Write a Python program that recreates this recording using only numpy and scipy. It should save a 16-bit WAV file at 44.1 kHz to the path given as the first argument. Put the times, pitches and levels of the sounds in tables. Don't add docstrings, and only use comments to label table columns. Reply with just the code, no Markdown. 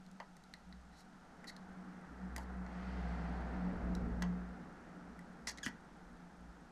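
import sys
import numpy as np
from scipy import signal
from scipy.fft import rfft, irfft, next_fast_len
from scipy.io import wavfile
from scipy.ndimage import map_coordinates

SR = 44100
rng = np.random.default_rng(int(sys.argv[2]) if len(sys.argv) > 2 else 0)


def put_to_file(sound):
    columns = np.atleast_2d(sound).T
    safe = np.clip(columns, -1, 1)
    whole_steps = np.round(safe * 32767)
    wavfile.write(sys.argv[1], SR, whole_steps.astype(np.int16))


N = 296307

# frequency_hz, density_db
ROOM_TONE_SPECTRUM = [(25, 8.5), (55, 3.5), (100, -15), (170, 12), (210, 4.5), (238, 8.5), (262, -3.5),
                      (285, 1.5), (330, -4), (580, -6.5), (790, 2), (1080, -8.5), (1360, -1.5), (1900, -12),
                      (2500, -17), (6200, -20), (12500, -34.5), (13500, -58)]
HISS_SPECTRUM = [(1500, 1.5), (1950, 13.5), (2400, 5), (2800, 3), (3800, -3), (4450, 0), (5000, -4),
                 (6500, -10.5), (10000, -23), (14000, -54)]
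TYRE_SPECTRUM = [(120, -9), (290, 0), (380, -8), (500, -4.5), (600, -10.5), (700, -1), (880, -4.5),
                 (1060, -7.5), (1380, -3.5), (1940, -10.5), (2300, -19.5), (3500, -32.5), (5500, -38.5),
                 (9000, -81)]
RUMBLE_SPECTRUM = [(15, -19), (38, -1.5), (60, -12.5), (85, -3.5), (105, -25.5), (145, -5.5), (180, 7),
                   (212, -1), (238, 6.5), (263, -5), (284, 2), (305, -4), (360, -8), (600, -11.5),
                   (1200, -75), (4000, -100)]
BOOM_SPECTRUM = [(20, -10), (42, -1), (75, -10), (108, -5), (140, -18), (300, -45), (900, -85)]
TICK_SPECTRUM = [(500, -28), (2400, -10), (3400, -7), (4200, -3), (4900, -1), (5700, 0), (6800, -3),
                 (8000, -11), (11000, -40), (15000, -70)]
SNAP_SPECTRUM = [(4000, -30), (6500, -3), (8200, -1.5), (9200, -7), (9900, -1.5), (10700, -8), (12200, -3),
                 (13000, -18), (15000, -34)]
KNOCK_SPECTRUM = [(100, -35), (420, -16), (540, -6), (700, -3), (950, 2), (1150, -6), (1600, -14),
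                  (3000, -35), (6000, -75)]
RASP_SPECTRUM = [(400, -13), (900, -7), (1500, -9), (1950, 3), (2350, -9), (3300, -7), (3700, -10),
                 (4200, -1), (4700, 1), (5000, -2), (5400, 3), (6300, -3), (6750, 1), (7200, -8),
                 (7700, -4), (9100, -16), (9800, -7), (10700, -19), (12500, -20), (15000, -35)]

# start_s, gain_db, rise_s, t60_s
HISSES = [(0.0, -80, 0.38, 4.8), (2.64, -51, 0.45, 3.7)]
# time_s, level_db
FUNDAMENTAL_ENVELOPE = [(0.0, -77), (0.3, -77), (0.87, -56), (1.2, -79.5), (1.81, -69), (2.02, -72),
                        (2.13, -52.5), (2.31, -46), (2.82, -48), (3.03, -40.5), (3.57, -43), (3.75, -50),
                        (3.84, -39), (4.14, -41), (4.5, -51), (4.65, -64.5), (4.98, -72), (5.13, -58.5),
                        (5.3, -76), (5.45, -57), (6.28, -75.5), (6.42, -58), (6.69, -66.5)]
THIRD_ENVELOPE = [(0.03, -58), (0.52, -70.5), (0.75, -59), (0.9, -65), (1.25, -70.5), (1.62, -57.5),
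                  (2.0, -55.5), (2.08, -72), (2.24, -48), (2.39, -56), (2.48, -48.5), (3.18, -52),
                  (3.49, -57), (3.68, -39.5), (3.77, -49.5), (3.92, -43), (4.14, -48), (4.25, -39.5),
                  (4.59, -47), (4.72, -73), (4.95, -55), (5.9, -76), (6.25, -62), (6.69, -74)]
# harmonic_number, relative_db
ENGINE_HARMONICS = [(2, -19.5), (4, -27), (7, -22), (8, -24.5), (11, -21)]
SQUEAK_HARMONICS = [(2, -2), (3, -7), (4, -1.5), (5, -16), (6, -18), (7, -26), (8, -27)]

# pitch_hz, t60_s, tapped_db, pressed_db
BOARD_MODES = [(1360, .16, -32, -20), (1500, .12, -24, -12), (1655, .05, -12, -1), (1810, .04, -3, -1),
               (1945, .05, 1.5, -2.5), (2090, .045, -10, -11), (2350, .08, -28, -18),
               (2700, .06, -24, -12.5), (2920, .05, -22, -8), (3100, .05, -25, -12), (3270, .04, -26, -13)]
WIRE_MODES_HZ = [3990, 4370, 4780]
# start_s, level_db, snap_offset_db, board_offset_db, wire_offset_db, favoured_hz
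TAPS = [(0.064, -61, -8, -11, -3, 4200), (0.114, -64, 4.5, -18, -15, 4200),
        (0.2012, -56.5, -8, 5, 5.5, 4440), (0.3673, -60, 2.5, -3, -5, 4170), (0.438, -63, 0, -15, 3, 4200),
        (0.5383, -49.5, -5.5, -0.5, 4, 4030), (0.726, -67.5, -4, 9.5, 13.5, 4200),
        (1.0065, -64, 5, -17, 0, 4200), (1.4429, -57.5, -4, 6.5, -18, 4200), (1.565, -53, -5, -12, 1, 4320),
        (2.3628, -41.5, 1.5, 0.5, -4, 4700), (2.381, -51, 3, -10, -3, 4670),
        (2.6642, -60, -19, 4, -8, 4200), (3.951, -45.5, -7, -27, -1, 3950),
        (4.2222, -42, -6.5, -1, -4, 4400), (4.2252, -43, -10, -5, -12, 4500),
        (5.1918, -60, 0, 4, -13, 4200), (5.4734, -35.5, -11, -4, -11, 4530),
        (5.5745, -48.5, -21, -17, -9, 3950), (5.5842, -51, -20, 3, -4, 3950),
        (5.659, -55, -14, -17, -13, 4600), (5.6622, -41.5, 0, -3, -18, 4600),
        (5.6805, -54, -1, -14, -13, 4600)]
# frequency_hz, t60_s
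ROOM_DECAY = [(200, 0.32), (1000, .28), (2000, 0.22), (4200, 0.2), (6000, .2), (12000, 0.05)]
# start_s, clack_db, knock_db, thud_db
PRESSES = [(0.2012, -53, -44.5, -57), (1.4425, -58, -66, -60), (2.363, -58, -53, -62),
           (2.3805, -51, -47, -53), (4.222, -41.5, -47, -41), (4.2355, -46, -49, -50),
           (5.4729, -53, -50, -60), (5.6638, -34, -56, -34), (5.681, -49, -56, -60)]
# start_s, length_s, ramp_s, rasp_db, fizz_db, wire_db, board_db, favoured_hz
SCRAPES = [(0.921, 0.045, .04, -79, -92, -76, -74, 3950), (0.97, 0.053, 0.031, -69, -81, -70.5, -86, 3950),
           (1.472, 0.03, 0.0066, -59, -70, -55, -62, 4250),
           (1.496, 0.016, .008, -71, -77, -70, -55.5, 4250), (2.391, 0.049, .012, -75, -78, -78, -69, 4400),
           (5.471, 0.028, 0.0015, -43.5, -68, -60, -53, 4330),
           (5.5, 0.02, 0.0096, -54, -75, -62, -56, 4500), (5.574, 0.019, .004, -62.5, -82, -64, -64, 4060),
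           (5.654, 0.018, .005, -56, -65, -66, -65, 4600), (5.672, 0.019, .005, -63, -68, -69, -50, 4600)]
# time_s, pitch_hz, level_db, fundamental_offset_db
SQUEAK_COURSE = [(5.6295, 1760, -62, 0), (5.632, 1715, -45, 2), (5.637, 1685, -43.5, 2),
                 (5.642, 1660, -49, -3), (5.650, 1480, -49, -9), (5.658, 1580, -49.5, -10),
                 (5.663, 1540, -52, -12)]
# centre_s, level_db
BUMPS = [(5.92, -60), (6.07, -53), (6.14, -53), (6.5, -54)]

NEAREST_S, SPEED_M_PER_S, ROAD_DISTANCE_M, SOUND_M_PER_S = 3.4, 8.4, 5.673, 343
ENGINE_LAG_S, REAR_LAG_S = 0.365, 0.4
TIME_S = np.arange(N) / SR


def amp(db):
    return 10 ** (np.asarray(db) / 20)


def unit(x):
    return x / np.sqrt(np.mean(x ** 2) + 1e-20)


def along(points, hz):
    knots_hz, values = np.transpose(points)
    return np.interp(np.log(hz + 1), np.log(knots_hz + 1), values)


def curves(rows):
    times_s, *columns = np.transpose(rows)
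    return [np.interp(TIME_S, times_s, column) for column in columns]


def wobble(rate_hz):
    knots = rng.standard_normal(int(N * rate_hz / SR) + 4)
    return map_coordinates(knots, [TIME_S * rate_hz])


def filtered(x, response):
    size = next_fast_len(N + SR // 2)
    return irfft(rfft(x, size) * response(np.fft.rfftfreq(size, 1 / SR)), size)[:N]


def noise(spectrum):
    return unit(filtered(rng.standard_normal(N), lambda hz: amp(along(spectrum, hz))))


def ringing(centre_hz, width_hz):
    def response(hz):
        resonance = 1j * hz * width_hz / (centre_hz ** 2 - hz ** 2 + 1j * hz * width_hz)
        return resonance * bell(hz - centre_hz, 2 * width_hz)
    return unit(filtered(rng.standard_normal(N), response))


def phase(hz):
    return 2 * np.pi * np.cumsum(hz) / SR


def fade(t, rise_s, t60_s):
    return (1 - np.exp(-t / rise_s)) * np.exp(-np.log(1000) * t / t60_s)


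def bell(offset, width):
    return np.exp(-(offset / width) ** 2)


def add(track, start_s, sound):
    part = track[max(round(start_s * SR), 0):][:len(sound)]
    part += sound[:len(part)]


def burst(source, start_s, t60_s):
    envelope = fade(np.arange(SR // 5) / SR, .0002, t60_s)
    piece = source[round(start_s * SR):][:len(envelope)]
    return unit(envelope * piece) * np.sqrt(np.mean(envelope ** 2))


def modes(hz, t60_s, db, scatter_db=1.2):
    t = np.arange(SR // 5)[:, None] / SR
    gain = amp(db + scatter_db * rng.standard_normal(len(hz)))
    return np.sum(gain * fade(t, .0002, t60_s) * np.sin(2 * np.pi * t * hz), axis=1)


def rustle_and_hiss():
    hiss = noise(HISS_SPECTRUM) + amp(-25) * ringing(4480, width_hz=350)
    return hiss * sum(amp(db) * fade(np.maximum(TIME_S - start_s, 0), rise_s, t60_s)
                      for start_s, db, rise_s, t60_s in HISSES)


def passing(lag_s):
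    ahead_m = SPEED_M_PER_S * (NEAREST_S + lag_s - TIME_S)
    distance_m = np.hypot(ahead_m, ROAD_DISTANCE_M)
    return ROAD_DISTANCE_M / distance_m, 1 + SPEED_M_PER_S / SOUND_M_PER_S * ahead_m / distance_m


def engine_hum(firing_hz=60.66, waver=0.00804, neighbour_hz=175, flutter_db=5, trim_db=-2.4):
    near, doppler = passing(ENGINE_LAG_S)
    angle = phase(firing_hz * doppler * (1 + waver * wobble(8.7)))
    overtones = sum(amp(db) * np.sin(k * angle + wobble(7)) for k, db in ENGINE_HARMONICS)
    low = np.sin(angle) + overtones
    neighbour = amp(-8 + wobble(24)) * np.sin(phase(neighbour_hz + 3 * wobble(10)))
    third = np.sin(3 * angle) + neighbour
    depth_db = flutter_db * (1 - near)
    low_db = trim_db + curves(FUNDAMENTAL_ENVELOPE)[0] + depth_db * np.tanh(wobble(9))
    third_db = curves(THIRD_ENVELOPE)[0] + depth_db * np.tanh(wobble(12))
    return amp(low_db) * unit(low) + amp(third_db) * unit(third)


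def road_noise(screen_db=-19, open_s=1.46, roar_falloff=3.2, surge_s=3.946, surge_db=5):
    near, rear_near, engine_near = (passing(lag_s)[0] for lag_s in (0, REAR_LAG_S, ENGINE_LAG_S))
    screening = amp(screen_db * np.clip(1 - TIME_S / open_s, 0, 1))
    rush = amp(-52) * near * noise(TYRE_SPECTRUM)
    front_roar = amp(-56) * near ** roar_falloff * ringing(754, width_hz=230)
    rear_roar = amp(-60.5) * rear_near ** roar_falloff * ringing(610, width_hz=330)
    surge = bell(TIME_S - surge_s, 0.34)
    rumble = amp(-51 + surge_db * surge) * engine_near ** 1.05 * noise(RUMBLE_SPECTRUM)
    boom = amp(-49) * surge * noise(BOOM_SPECTRUM)
    return screening * (rush + front_roar + rear_roar + rumble) + boom


def camera_chirps(frame_hz=25, sweep_hz_per_s=230000, level_db=-77):
    out, t = np.zeros(N), np.arange(-SR // 200, SR // 200) / SR
    for frame_s in np.arange(.011, N / SR, 1 / frame_hz):
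        rising_hz = rng.normal(8440, 91) + sweep_hz_per_s * t
        chirp = bell(t, .002) * np.sin(phase(rising_hz))
        start_s = frame_s + t[0] + rng.normal(0, .0012)
        add(out, start_s, amp(level_db + rng.normal(0, 2)) * chirp)
    return out


def wire_levels(favoured_hz):
    weight = bell(np.array(WIRE_MODES_HZ) - favoured_hz, 450)
    return 20 * np.log10(weight / np.linalg.norm(weight) + 1e-9)


def tip_taps(wire_gain_db=3, wire_t60_s=.019, detune=.025):
    out = np.zeros(N)
    tick, snap = noise(TICK_SPECTRUM), noise(SNAP_SPECTRUM)
    board_hz, board_t60_s, tapped_db, _ = np.transpose(BOARD_MODES)
    for start_s, db, snap_db, board_db, wire_db, favoured_hz in TAPS:
        contact = burst(tick, start_s, t60_s=.012) + amp(snap_db) * burst(snap, start_s, t60_s=.0095)
        wire_hz = WIRE_MODES_HZ * (1 + detune * rng.standard_normal(len(WIRE_MODES_HZ)))
        board = modes(board_hz, board_t60_s, tapped_db + board_db)
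        wire = modes(wire_hz, wire_t60_s, wire_levels(favoured_hz) + wire_db + wire_gain_db)
        add(out, start_s, amp(db) * (contact + board + wire))
    return out


def reverberation(x):
    hz, t, spectra = signal.stft(rng.standard_normal(SR // 2), SR, nperseg=256)
    decay = amp(-60 * t / along(ROOM_DECAY, hz)[:, None])
    tail = signal.istft(spectra * decay, SR, nperseg=256)[1]
    delayed_tail = np.pad(tail / np.linalg.norm(tail), (SR // 250, 0))
    return signal.fftconvolve(x, delayed_tail)[:N]


def board_presses(clamp_hz=178, pressed_extra_hz=115, relax_s=.012, bench_hz=142):
    out, t = np.zeros(N), np.arange(SR // 3) / SR
    falling_hz = clamp_hz + pressed_extra_hz * np.exp(-t / relax_s)
    clamp = fade(t, .0015, t60_s=.11) * np.sin(phase(falling_hz))
    bench = amp(-11) * fade(t, .00092, t60_s=.12) * np.sin(2 * np.pi * bench_hz * t)
    support = noise(KNOCK_SPECTRUM)
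    board_hz, board_t60_s, _, pressed_db = np.transpose(BOARD_MODES)
    for start_s, clack_db, knock_db, thud_db in PRESSES:
        add(out, start_s, modes(board_hz, board_t60_s, pressed_db + clack_db))
        add(out, start_s, amp(knock_db) * burst(support, start_s, t60_s=.11))
        add(out, start_s, amp(thud_db) * (clamp + bench))
    return out


def wire_scrapes():
    out = np.zeros(N)
    rasp, fizz, board = noise(RASP_SPECTRUM), noise(SNAP_SPECTRUM), ringing(1930, width_hz=200)
    wire_bands = np.array([ringing(hz, width_hz=170) for hz in WIRE_MODES_HZ])
    for start_s, length_s, ramp_s, rasp_db, fizz_db, wire_db, board_db, favoured_hz in SCRAPES:
        inside_s = np.minimum(TIME_S - start_s, start_s + length_s - TIME_S)
        stroke = np.clip(inside_s / ramp_s + .5, 0, 1)
        on = stroke > 0
        friction = amp(rasp_db) * rasp[on] + amp(fizz_db) * fizz[on]
        wire = unit(amp(wire_levels(favoured_hz)) @ wire_bands[:, on])
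        out[on] += stroke[on] * (friction + amp(wire_db) * wire + amp(board_db) * unit(board[on]))
    return out


def vehicle_drone(pitch_hz=169.6, peak_db=-47.5, peak_s=3.18, width_s=0.27):
    tone = unit(np.sin(phase(pitch_hz + wobble(5.41))))
    return amp(peak_db) * bell(TIME_S - peak_s, width_s) * tone


def tip_squeak(start_jitter=.02, jitter_per_s=2.2):
    start_s, end_s = SQUEAK_COURSE[0][0], SQUEAK_COURSE[-1][0]
    t, length_s = TIME_S - start_s, end_s - start_s
    hz, level_db, fundamental_db = curves(SQUEAK_COURSE)
    jitter = (start_jitter + jitter_per_s * np.clip(t, 0, length_s)) * wobble(1500)
    shimmer_db = 2 * wobble(1200)
    angle = phase(hz * (1 + jitter))
    overtones = sum(amp(db) * np.sin(k * angle) for k, db in SQUEAK_HARMONICS)
    tone = amp(fundamental_db) * np.sin(angle) + overtones
    return tone * amp(level_db + shimmer_db) * (t > 0) * (t < length_s)


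def low_bumps(pitch_hz=47.4, width_s=0.017):
    out = np.zeros(N)
    for centre_s, db in BUMPS:
        t = TIME_S - centre_s
        out += amp(db) * bell(t, width_s) * np.sin(2 * np.pi * pitch_hz * t)
    return out


def scene():
    work = tip_taps() + board_presses() + wire_scrapes() + tip_squeak()
    soldering = work + amp(-14) * reverberation(work) + rustle_and_hiss()
    vehicle = engine_hum() + vehicle_drone() + road_noise()
    room_tone = amp(-62) * noise(ROOM_TONE_SPECTRUM)
    return (soldering + vehicle + room_tone + camera_chirps() + low_bumps())[None]


def record(dry):
    return filtered(dry[0], lambda hz: hz < 15300)[None]


dry = scene()
out = record(dry)
put_to_file(out)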